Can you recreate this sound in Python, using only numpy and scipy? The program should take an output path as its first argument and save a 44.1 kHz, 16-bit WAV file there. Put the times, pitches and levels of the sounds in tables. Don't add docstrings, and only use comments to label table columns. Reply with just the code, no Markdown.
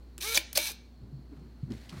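import sys
import numpy as np
from scipy import signal
from scipy.fft import rfft, irfft
from scipy.io import wavfile
from scipy.ndimage import uniform_filter1d

SR = 44100
rng = np.random.default_rng(int(sys.argv[2]) if len(sys.argv) > 2 else 0)


def materialize(psi):
    bounded = np.clip(np.atleast_2d(psi).T, -1, 1)
    quanta = np.round(bounded * 32767).astype(np.int16)
    wavfile.write(sys.argv[1], SR, quanta)


def to_linear_factor(level_db):
    exponent = np.asarray(level_db, float) / 20
    return 10 ** exponent


N = 88200
t = np.arange(N) / SR

# frequency in Hz, level in dB.
AIR = [(18, -35.5), (30, -3.5), (81, 0), (109, -17.5), (227, -11), (649, -27.5), (801, -29), (4300, -44),
       (16000, -57)]
AIR_DB = -58
# frequency in Hz, rms level in dB.
HUM = [(59.3, -51), (119, -73), (239, -66)]

# start in seconds, peak in dB, pitch in Hz, length in cycles.
THUDS = [(1.031, -42.5, 90, 2), (1.124, -37.5, 140, 10), (1.192, -44, 200, 1.2), (1.317, -42, 286, 9.4),
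         (1.37, -45, 140, 6.6), (1.631, -25, 135, 2.13), (1.702, -31.5, 234, 4.9), (1.743, -42.5, 107, 3.2),
         (1.921, -38.5, 170, 3.9), (1.938, -41, 139, 3.2), (1.954, -39.5, 204, 2.5), (1.968, -37, 150, 2),
         (1.979, -39.5, 104, 3), (0.186, -47.5, 348, 5), (.15, -56.5, 150, 6), (1.325, -50, 410, 9),
         (1.652, -40, 115, 2), (.535, -50, 130, 4)]
# time in seconds, level in dB.
RUMBLE = [(.95, -68), (1.05, -55.5), (1.45, -53.5), (1.58, -74), (1.695, -54), (1.72, -41.5), (1.85, -67),
          (1.94, -45), (2, -56)]
# time in seconds, level in dB.
RUSTLE = [(1.6, -78), (1.63, -73.5), (1.7, -79), (1.705, -58), (1.79, -55), (1.884, -59.5), (1.92, -58),
          (1.97, -54), (2.0, -50)]
# frequency in Hz, level in dB.
CLOTH = [(240, -39), (400, 0.5), (1130, -15.5), (1990, -4.5), (2800, -13), (4380, -10), (4880, -14),
         (16000, -28)]
# start in seconds, level in dB, decay in seconds.
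CREAKS = [(1.7203, -45, 0.0017), (1.7045, -58, 0.0029), (1.8919, -46, 0.0023), (1.8947, -42, 0.0036),
          (1.903, -48, 0.0049), (1.917, -55, 0.0018), (1.97, -57, .003), (1.63, -72.5, 0.0023),
          (1.638, -68, 0.0031)]
# frequency in Hz, level in dB.
CREAK_COLOUR = [(1000, -24.5), (2800, 3.5), (4500, 5.5), (9000, -9.5), (12000, -17), (16000, -22)]
# time in seconds, level in dB.
SLIDE = [(1.3, -77), (1.37, -69), (1.5, -76.5), (1.69, -84), (1.71, -65), (1.76, -79), (1.89, -69),
         (1.92, -57), (1.955, -53), (2, -67.5)]

# start in seconds, peak in dB, box share in dB, brightness in dB.
SNAPS = [
    (.3738, -8, -25.5, 0.5),
    (.3754, -13, -20.5, -1.5),
    (.3768, -13, -19.5, -0.5),
    (.3790, -20.5, -32.5, -0.5),
    (.5740, -12.5, -26, 7),
    (.5757, -11, -24, -0.4),
    (.5770, -11, -18, 6.5),
    (.5885, -24.5, -14, -4),
]
# start in seconds, peak in dB, box share in dB, brightness in dB.
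TICKS = [
    (.1803, -32, -23.5, 3),
    (.1835, -41, -29, -3),
    (.186, -35.5, -29.5, -9),
    (.189, -36.5, -25.5, -8),
    (.5297, -26, -23, 7),
    (.5325, -37.5, -12.5, 0),
    (.5625, -31.5, 1.5, -1.5),
    (.025, -53.5, -10, -11),
]
# frequency in Hz, level in dB, T60 in seconds.
SWITCH = [(1720, -11.5, 0.014), (2440, -4.5, 0.014), (2490, -3.5, 0.018), (2870, -1, 0.0059),
          (3410, 3, .009), (4510, -1, .012), (5176, -8.5, 0.0033), (6300, -12.5, 0.0087),
          (8870, -3.5, 0.0057), (10200, -16, .01), (11400, -13, 0.014)]
# frequency in Hz, level in dB, T60 in seconds.
BOX = [(580.6, 9.5, .028), (330, -5.5, 0.06), (645, -1, .025), (1000, 5, 0.0088), (1310, -5.5, 0.01447)]
# start in seconds, frequency in Hz, peak in dB, T60 in seconds.
PINGS = [
    (.3756, 2372, -12.5, 0.025),
    (.3752, 4620, -13, .014),
    (.5755, 4300, -11, 0.01197),
    (.5885, 2330, -25, .04),
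    (.344, 590, -36, .08),
    (.577, 582, -24, .04),
    (.590, 600, -30, .06),
    (.382, 325, -44, .15),
    (.595, 335, -44, .15),
]

# start and length in seconds, from and to in Hz, level in dB, half line in dB.
SQUEAKS = [
    (.343, .031, 8400, 4300, -28, -1),
    (.554, .011, 3200, 6500, -28, -20),
]
# start and end in seconds, level in dB, box level in dB.
SCRAPES = [
    (.343, .374, -30, -12),
    (.551, .574, -33, -20),
]

# power on, power off, spin-up and run-down in seconds, top shaft speed in Hz.
SWINGS = [
    (.200, .366, .023, .012, 460),
    (.547, .680, .010, .056, 458),
]
SWING_DB = [-31.5, -34.5]
SLACK_S = (.0045, .002)
LOADED_S = (.348, .9)
# multiple of shaft speed, level swinging out in dB, level swinging back in dB.
ORDERS = [(1, -18, -40), (2, -22.5, -21), (3, -16, -30), (4, -28, -30), (5, -10, -11), (6, -24.5, -13.5),
          (7, -21.5, -20), (8, -19.5, -15.5), (9, -10, -8), (18, -24.5, -21)]
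# frequency in Hz, level in dB.
GEAR = [(300, -52), (600, -21), (1400, -8.5), (2300, -7), (4000, 3), (7500, -6.5), (13300, -4.5),
        (16000, -11.5)]
# frequency in Hz, width in Hz, boost in dB.
CASE = [(1700, 250, 5.5), (2400, 300, 10.5), (3760, 300, 3), (4500, 400, 0.5), (6100, 700, 7),
        (8300, 370, 4.5), (9700, 300, 8), (13400, 900, 5)]


def unit(x):
    return x / np.sqrt(np.mean(x ** 2))


def colour(x, points, peaks=()):
    f = np.fft.rfftfreq(len(x), 1 / SR) + 1
    p = np.array(points)
    db = np.interp(np.log(f), np.log(p[:, 0]), p[:, 1])
    for hz, width, boost in peaks:
        db = db + boost / (1 + (2 * (f - hz) / width) ** 2)
    return irfft(rfft(x) * to_linear_factor(db), len(x))


def band(hz, width_hz):
    return unit(signal.lfilter(*signal.iirpeak(hz, hz / width_hz, SR), rng.standard_normal(N)))


def walk(rate):
    k = int(SR / rate)
    steps = np.repeat(rng.standard_normal(N // k + 1), k)
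    smooth = uniform_filter1d(uniform_filter1d(steps, k), k)
    return unit(smooth[:N])


def curve(rows):
    return to_linear_factor(np.interp(t, *np.array(rows).T, left=-120))


def ring(modes, u, tilt_db=0.):
    y = np.zeros(len(u))
    for hz, db, t60 in modes:
        strength, phase = rng.random(2)
        level = to_linear_factor(db + 5 * (strength - .5) + tilt_db * np.log2(hz / 3500))
        y += level * np.sin(2 * np.pi * (hz * u + phase)) * 1000. ** (-u / t60)
    return y / np.abs(y).max()


def add(out, s, x):
    i = int(s * SR)
    out[i:i + len(x)] += x[:N - i]


def filtered(x, order, hz, kind="low"):
    return signal.sosfilt(signal.butter(order, hz, kind, fs=SR, output="sos"), x)


def room():
    noise = colour(rng.standard_normal(N), AIR)
    air = unit(filtered(noise, 4, 90, "high")) * to_linear_factor(AIR_DB + 0.96 * walk(2.8))
    hum = sum(np.sqrt(2) * to_linear_factor(db + 1.5 * walk(7.1)) * np.sin(2 * np.pi * hz * t) for hz, db in HUM)
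    whine = to_linear_factor(-75) * band(4260, 260)
    hiss = to_linear_factor(-85.5) * band(15000, 2500)
    return air + hum + whine + hiss


def hand():
    out, u = np.zeros(N), t[:6000]
    for s, db, hz, cycles in THUDS:
        v = u * hz / cycles * 3.65
        swell = v * np.exp(1 - v)
        add(out, s, to_linear_factor(db) * swell * np.sin(2 * np.pi * hz * u * (1 - 0.37 * u)))
    rumble_colour = [(50, -25), (110, 0), (200, -3), (363, -9), (520, -26), (1500, -38), (4000, -70)]
    rumble = unit(colour(rng.standard_normal(N), rumble_colour)) * to_linear_factor(1 + 3.3 * walk(30)) * curve(RUMBLE)
    fibres = rng.standard_normal(N) * to_linear_factor(1.28 * walk(300))
    cloth = unit(colour(fibres, CLOTH)) * to_linear_factor(-2.5 + .8 * walk(66)) * curve(RUSTLE)
    for s, db, decay_s in CREAKS:
        creak = unit(colour(rng.standard_normal(len(u)), CREAK_COLOUR))
        add(out, s, to_linear_factor(db) * creak * np.exp(-u / decay_s))
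    slide = band(1052, 640) * to_linear_factor(2.95 * walk(250)) * curve(SLIDE)
    return out + rumble + cloth + slide


def blows():
    cracks, rings, u = np.zeros(N), np.zeros(N), t[:4000]
    for rows, ring_db in ((SNAPS, -3), (TICKS, -15)):
        for s, db, box_db, bright_db in rows:
            crack_colour = [(300, -29.5), (900, -11.5), (2500, -3),
                            (6000, -7.5 + bright_db), (16000, -8.5 + bright_db)]
            crack = colour(rng.standard_normal(len(u)), crack_colour)
            body = np.exp(-u / 0.0023) * to_linear_factor(-3)
            spike = np.exp(-u / .00015) * to_linear_factor(4.5)
            add(cracks, s, to_linear_factor(db) * filtered(crack * (body + spike), 2, 900, "high"))
            switch = to_linear_factor(ring_db) * ring(SWITCH, u, bright_db)
            box = to_linear_factor(box_db) * ring(BOX, u) * np.clip(u / 0.0013, 0, 1)
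            add(rings, s, to_linear_factor(db) * (switch + box))
    for s, hz, db, t60 in PINGS:
        ping = np.sin(2 * np.pi * hz * u) * 1000. ** (-u / t60)
        add(rings, s, to_linear_factor(db) * ping * np.clip(u / 0.0014, 0, 1))
    return cracks, rings


def gate(start, end):
    return np.clip((t - start) / .003, 0, 1) * np.clip((end - t) / 0.00067 + 1, 0, 1)


def squeaks():
    out = np.zeros(N)
    grit = unit(colour(rng.standard_normal(N), GEAR, CASE))
    box = band(580, 70)
    for start, end, db, box_db in SCRAPES:
        box_gain = to_linear_factor(box_db - 300 * np.clip(t - start, 0, 1))
        out += to_linear_factor(db) * gate(start, end) * (grit + box_gain * box)
    for s, dur, from_hz, to_hz, db, half_db in SQUEAKS:
        u = np.clip((t - s) / dur, 0, 1)
        pitch = (from_hz + (to_hz - from_hz) * u ** .85) * (1 + 0.02 * walk(1200))
        phase = 2 * np.pi * np.cumsum(pitch) / SR
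        lines = [(1, 0), (.5, half_db - 60 * np.clip(u - .35, 0, 1)), (1.5, -10 - 12 * u)]
        tone = sum(to_linear_factor(d + 3.5 * walk(900)) * np.sin(m * phase) for m, d in lines)
        swell = to_linear_factor(4 * (np.sin(np.pi * u) - .6))
        throb = 1 + .6 * u * np.cos(2 * np.pi * 440 * t)
        out += to_linear_factor(db) * swell * throb * gate(s, s + dur) * tone
    return out


def servo():
    out = np.zeros(N)
    for k, (on, off, up, down, hz) in enumerate(SWINGS):
        rise = 1 - np.exp(-np.clip(t - on, 0, None) / up)
        fall = np.clip(1 - (t - off) / down, 0, 1)
        speed = rise * fall ** 1.5
        mesh = 1 - np.exp(-np.clip(t - on - SLACK_S[k], 0, None) / up)
        free = np.clip((LOADED_S[k] - t) / 0.013, 0, 1)
        turn = 2 * np.pi * np.cumsum(hz * speed * (1 + .003 * walk(150))) / SR
        whine = np.zeros(N)
        for order in ORDERS:
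            flicker = to_linear_factor(order[1 + k] + 2.2 * walk(55))
            onset = speed ** (1 + .33 * order[0] ** 2)
            whine += flicker * np.sin(round(order[0]) * turn + 7 * rng.random()) * onset
        teeth = rng.standard_normal(N) * (1 + .3 * np.cos(turn))
        teeth = teeth * to_linear_factor(1.5 * walk(900) + 0.35 * walk(40))
        gear = to_linear_factor(-2) * unit(colour(teeth, GEAR, CASE)) * mesh ** .45 * fall
        brake = to_linear_factor(-13 + 3.4 * walk(200)) * 7 * fall ** 2 * (1 - fall) * np.sin(3 * turn)
        out += to_linear_factor(SWING_DB[k]) * (np.sqrt(2) * whine * free + gear + brake)
    return out


def scene():
    cracks, rings = blows()
    near, u = servo() + squeaks() + cracks, t[:30000]
    n = rng.standard_normal(len(u))
    low = filtered(n, 2, 5000) * 1000. ** (-u / .42)
    treble = np.diff(n, prepend=0) / 2 * 1000. ** (-u / .17)
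    tail = (low + treble) * np.clip(u / .006, 0, 1)
    early = rng.standard_normal(len(u)) * 1000. ** (-u / .12) * np.clip(u / 0.0015, 0, 1)
    reverb = (to_linear_factor(-15) * unit(tail) + to_linear_factor(-10.5) * unit(early)) / np.sqrt(len(u))
    echo = signal.fftconvolve(near + to_linear_factor(-11) * rings, reverb)[:N]
    return (near + rings + echo + hand() + room())[None]


def band_limit(x):
    return signal.sosfilt(signal.butter(12, 16810, fs=SR, output="sos"), x)


def record(dry):
    mix = signal.sosfilt(signal.ellip(8, .2, 60, 15800, fs=SR, output="sos"), dry)
    return band_limit(mix)


dry = scene()
out = record(dry)
materialize(out)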